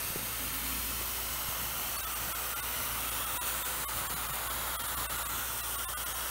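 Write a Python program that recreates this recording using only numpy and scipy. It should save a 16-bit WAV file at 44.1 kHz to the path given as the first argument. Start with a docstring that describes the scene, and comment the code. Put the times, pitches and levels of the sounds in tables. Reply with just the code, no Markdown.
"""A milling machine chamfers an aluminium part in its enclosure, close to a hand-held mono microphone.
From the start, coolant mist hisses over panel rumble, motor hum and spindle tones, with a few dull bumps.
In the first second the cutter rounds a corner: the table's drive growls and the hum swells.
Then it settles into the straight edge, and the rasp of the chips and a feed whine come up.
From about 2 s the hiss flutters; throughout, echoes off nearby metal colour it as the microphone moves."""
import sys
import numpy as np
from scipy import signal
from scipy.fft import rfft, irfft, next_fast_len
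from scipy.io import wavfile
from scipy.ndimage import map_coordinates

SR = 44100
rng = np.random.default_rng(int(sys.argv[2]) if len(sys.argv) > 2 else 0)


def store_pcm(level_fs):
    """Save levels as 16-bit WAV."""
    pcm = np.round(np.clip(level_fs, -1, 1) * 32767).astype(np.int16)
    wavfile.write(sys.argv[1], SR, np.atleast_2d(pcm).T)


N = 277830

# Brief dips in the hiss, the longer the deeper: (time [s], length [s])
HISS_DIPS = [(1.976, .012), (2.021, .014), (2.059, 0.011), (2.147, .01), (2.339, 0.016), (2.55, 0.015),
             (2.615, 0.017), (3.105, 0.01), (3.257, 0.0086), (3.395, 0.029), (3.639, 0.015), (3.865, 0.03),
             (4.085, 0.017), (4.153, 0.015), (4.281, 0.0095), (4.321, 0.011), (4.49, .013), (4.779, 0.024),
             (4.83, 0.01), (4.874, 0.01), (4.96, 0.015), (5.081, 0.025), (5.174, 0.0084), (5.243, 0.016),
             (5.282, 0.014), (5.623, 0.016), (5.771, 0.014), (5.867, 0.029), (5.955, 0.028), (6.049, 0.018),
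             (6.136, 0.01)]
# The microphone drifts, leans in, holds and draws back: (time [s], proximity gain [dB])
PROXIMITY = [(0, 1), (1.7, -0.4), (2.9, 0), (4.4, 1.5), (5.25, 2.5), (5.5, -2.5), (6.3, -1)]


def amp(db):
    return 10 ** (np.asarray(db) / 20)


def unit(x):
    return x / np.sqrt(np.mean(x ** 2) + 1e-20)


def along(points, hz):
    """Reads (frequency [Hz], value) points on a log frequency axis."""
    point_hz, values = np.transpose(points)
    return np.interp(np.log(hz + 1), np.log(point_hz + 1), values)


def automation(points):
    """One value a sample from (time [s], value) points."""
    return np.interp(np.arange(N) / SR, *np.transpose(points))


def settled(corner_db, straight_db):
    """A level that moves from its corner value towards its straight-edge value."""
    # The cutter settles into the straight cut: (time [s], engagement [0-1])
    engagement = [(0.85, 0), (1.5, 0.48), (2.5, 0.72)]
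    return corner_db + (straight_db - corner_db) * automation(engagement)


def swell(middle_s, length_s, edge):
    """Rises from 0 to 1 and falls back; a higher edge gives steeper flanks."""
    return np.exp(-np.abs(2 * (np.arange(N) / SR - middle_s) / length_s) ** edge)


def wobble(rate):
    """A smooth random curve, rate knots a second."""
    knots = rng.standard_normal(int(N * rate / SR) + 4)
    return map_coordinates(knots, [np.arange(N) * rate / SR])


def ripple(hz, t, step_hz, rate):
    """Fine random spectral peaks that drift in time, rms 1."""
    knots = rng.standard_normal((1024, 128))
    grid = np.meshgrid(hz / step_hz, t * rate, indexing="ij")
    return unit(map_coordinates(knots, grid, mode="mirror"))


def filtered(x, response):
    """x through a frequency response."""
    size = next_fast_len(N + SR // 2)
    return irfft(rfft(x, size) * response(np.fft.rfftfreq(size, 1 / SR)), size)[..., :N]


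def coloured(x, spectrum):
    """x through an EQ of (frequency [Hz], gain [dB]) points, at rms 1."""
    return unit(filtered(x, lambda hz: amp(along(spectrum, hz))))


def tone(hz):
    """A sine of rms 1 that follows a pitch curve."""
    return np.sqrt(2) * np.sin(2 * np.pi * (np.cumsum(hz) / SR + rng.random()))


def spatter(rate, spread_db):
    """Tiny impacts of random size, about rate a second, rms 1."""
    clicks = (rng.random(N) < rate / SR) * rng.choice([-1, 1], N)
    return unit(clicks * amp(spread_db * rng.uniform(-1.3, 1, N)))


def enclosure(near_db, lumps_db=2.3, growl_db=-51):
    """The panels rumble unevenly and carry the growl of the table's drive round the corner."""
    # Spectra of the panels and of the drive: (frequency [Hz], relative level [dB])
    rumble_eq = [(15, -29), (32, -6), (48, -1.5), (80, 3), (130, -1), (200, -3), (320, -4.5), (480, -16.5),
                 (900, -32), (3000, -66)]
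    growl_eq = [(120, -40), (210, 0.5), (270, 14), (320, -17), (400, -11), (700, -45)]
    # Rumble before proximity gain: (corner level [dB], straight-edge level [dB])
    rumble_db = (-51.5, -53)
    rumble = unit(amp(lumps_db * wobble(18)) * coloured(rng.standard_normal(N), rumble_eq))
    growl = swell(middle_s=0.63, length_s=0.59, edge=4.8) * coloured(rng.standard_normal(N), growl_eq)
    return amp(settled(*rumble_db) + near_db) * rumble + amp(growl_db) * growl


def motor(hum_hz=57.9, swell_db=7, waver_db=0.9, drift=0.0065):
    """A motor's unbalance hums through the frame and swells in the turn of the corner."""
    # Hum before the swell: (corner level [dB], straight-edge level [dB])
    hum_db = (-53, -48.5)
    level_db = settled(*hum_db) + swell_db * swell(middle_s=0.89, length_s=0.74, edge=2.5)
    return amp(level_db + waver_db * wobble(11)) * tone(hum_hz * (1 + drift * wobble(7.6)))


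def bumps(attack_s=0.0002):
    """Dull knocks, each a few heavily damped cycles."""
    # Knocks: (time [s], level [dB], pitch [Hz], 60 dB decay time [s])
    knocks = [(0.103, -28, 141, 0.019), (0.159, -23, 380, 0.017), (0.163, -34, 150, 0.047),
              (0.231, -33, 200, 0.022), (1.011, -36, 400, 0.038), (1.487, -28, 111, 0.025),
              (4.14, -35.5, 157, 0.071), (4.302, -37, 135, 0.13)]
    out = np.zeros(N + SR)
    t = np.arange(SR // 4) / SR
    for start_s, db, hz, t60 in knocks:
        envelope = np.exp(-np.log(1000) * t / t60) * (1 - np.exp(-t / attack_s))
        out[round(start_s * SR):][:len(t)] += amp(db) * envelope * np.sin(2 * np.pi * hz * t)
    return out[:N]


def drives(spindle_hz=128.45, waver_db=2.5, drift=0.00095):
    """Spindle harmonics and drive whines change balance as the cutter leaves the corner."""
    # Spindle: (harmonic [x spindle speed], level running light [dB], level in the cut [dB])
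    harmonics = [(2, -65, -65), (3, -67, -67), (4, -66, -60.5), (6, -74, -63), (8, -64, -85)]
    # Pumps and feed drives: (pitch [Hz], corner level [dB], straight-edge level [dB])
    whines = [(114.6, -57, -59.5), (1410, -68, -57), (1796, -59, -98), (2104, -67, -70), (2170, -70, -103),
              (2856, -69, -85.5), (3910, -71, -82)]
    speed = 1 + drift * wobble(6)
    partials = [(round(k) * spindle_hz, light, cut) for k, light, cut in harmonics] + list(whines)
    return sum(amp(settled(corner, straight) + waver_db * wobble(3.26)) * tone(hz * speed)
               for hz, corner, straight in partials)


def cutter(near_db, chips_db=-8, ring_db=1.7):
    """Chips tear off; the scraping rings shifting modes of the part and the vice."""
    # Spectrum of the cut: (frequency [Hz], relative level [dB])
    rasp_eq = [(200, -27), (450, -13.5), (600, -7.5), (740, -10), (900, -4.5), (1120, -3.5), (1340, 0),
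               (1500, -3.5), (1680, -13), (1880, -9), (2400, -18), (4000, -34), (8000, -89)]
    # Rasp before proximity gain: (corner level [dB], straight-edge level [dB])
    rasp_db = (-47.5, -40.5)
    scrape = rng.standard_normal(N) + amp(chips_db) * spatter(rate=650, spread_db=2.5)
    hz, t, spectrum = signal.stft(scrape, SR, nperseg=2048)
    modes = amp(ring_db * ripple(hz, t, step_hz=45.1, rate=16))
    ringing = signal.istft(spectrum * modes, SR, nperseg=2048)[1][:N]
    return amp(settled(*rasp_db) + near_db) * coloured(ringing, rasp_eq)


def near_echoes(hz, t, sound_cm_per_s=34300):
    """A moving comb filter: echoes off four nearby metal faces add to the direct sound."""
    # Detour of each echo: (time [s], then an extra path [cm] for each face)
    echo_paths = [(0, 4.5, 18.6, 14.3, 17.2), (1.7, 3.9, 18.8, 13.8, 12.0), (2.9, 4.4, 20, 13.6, 11.6),
                  (3.6, 6.1, 11.2, 16, 11.3), (4.4, 4.85, 12.1, 14.5, 9.7), (5.25, 4.85, 12, 20, 9.2),
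                  (5.55, 9.5, 16.24, 21.85, 9.1), (6.3, 9.8, 16, 21, 10.2)]
    # Strength of each echo: (signed amplitude [x direct sound])
    echo_gains = [-0.14, -0.15, 0.098, 0.094]
    times, *paths_cm = np.transpose(echo_paths)
    delays_s = [np.interp(t, times, cm) / sound_cm_per_s for cm in paths_cm]
    return 1 + sum(gain * np.exp(-2j * np.pi * np.outer(hz, delay))
                   for gain, delay in zip(echo_gains, delays_s))


def mist(level_db=-36.5, swell_db=0.86, drops_db=-15, ripple_db=1.98, shimmer_db=0.5):
    """Turbulent air and droplets, combed by the near echoes and rippled by many far ones."""
    # Spectrum of the coolant jet: (frequency [Hz], relative level [dB])
    jet_eq = [(100, -28), (400, -4.5), (1700, -1), (2400, -3.5), (3100, 0.4), (4400, -4.5), (5020, -7.5),
              (5600, -2.5), (7500, -3.5), (9400, 2.8), (10400, -5), (11700, 1), (12600, 0.8), (13500, -0.6),
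              (15700, 3)]
    # Bands that lift close to the work: (centre [Hz], half width [Hz], boost [dB per dB of proximity])
    near_bands = [(7080, 180, 1.5), (11300, 600, 1.6)]
    jet = rng.standard_normal(N) + amp(drops_db) * spatter(rate=200, spread_db=8.5)
    hz, t, spectrum = signal.stft(jet, SR, nperseg=1024)
    near_db = np.maximum(np.interp(t, *np.transpose(PROXIMITY)), 0)
    bands_db = sum(boost * np.outer(np.exp(-((hz - centre) / width) ** 2), near_db)
                   for centre, width, boost in near_bands)
    reflections_db = ripple_db * ripple(hz, t, step_hz=85.0, rate=2.085)
    colour = near_echoes(hz, t) * amp(along(jet_eq, hz)[:, None] + bands_db + reflections_db)
    hiss = signal.istft(spectrum * colour, SR, nperseg=1024)[1][:N]
    envelope_db = level_db + swell_db * swell(middle_s=3.27, length_s=1.34, edge=3.6)
    return amp(envelope_db + shimmer_db * wobble(25.54)) * unit(record(hiss))


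def flutter(x, dip_db=-10.5, deeper_db_per_s=-780, edge_per_s=125, bass_hz=125):
    """Above the bass the level ducks briefly: short dips are pointed, long ones flat at the bottom."""
    duck_db = sum((dip_db + deeper_db_per_s * length) * swell(middle_s, length, edge_per_s * length)
                  for middle_s, length in HISS_DIPS)
    bass = filtered(x, lambda hz: np.exp(-(hz / bass_hz) ** 2))
    return bass + amp(duck_db) * (x - bass)


def flicker(scatter=0.075, outlast_s=0.026, spread_db=3.0, louder_db_per_s=60, trim_db=-1.3):
    """A handful of faint watery tones swell through each dip, louder in the long ones."""
    # Tones, scattered anew in each dip: (centre pitch [Hz], base level [dB])
    watery_tones = [(700, -57), (1100, -46), (1330, -44.5), (1900, -52.5), (2900, -53.5), (3550, -52.5),
                    (8000, -52.5), (9100, -48), (9700, -51), (11600, -48.5), (12600, -54), (13800, -49),
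                    (15000, -47)]
    centre_hz, tone_db = np.transpose(watery_tones)
    out = np.zeros(N + SR)
    for middle_s, length in HISS_DIPS:
        detune, strength = rng.standard_normal((2, len(watery_tones)))
        hz = centre_hz * np.exp(scatter * detune)
        gains = amp(tone_db + trim_db + louder_db_per_s * length + spread_db * strength)
        t = np.arange(round((length + outlast_s) * SR)) / SR
        chord = gains @ np.sin(2 * np.pi * (np.outer(hz, t) + rng.random((len(hz), 1))))
        fade = np.sin(np.pi * t / t[-1])
        out[round((middle_s - t[-1] / 2) * SR):][:len(t)] += np.sqrt(2) * chord * fade
    return out[:N]


def scene():
    """One microphone hears it all, alike in both channels; rasp and rumble grow as it leans in."""
    near_db = automation(PROXIMITY)
    rush = mist() + cutter(near_db) + enclosure(near_db) + drives()
    mono = flutter(rush) + flicker() + motor() + bumps()
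    return np.array([mono, mono])


def record(dry, top_hz=15750):
    """A brick-wall low-pass takes off the very top."""
    return filtered(dry, lambda hz: hz < top_hz)


dry = scene()
out = record(dry)
store_pcm(out)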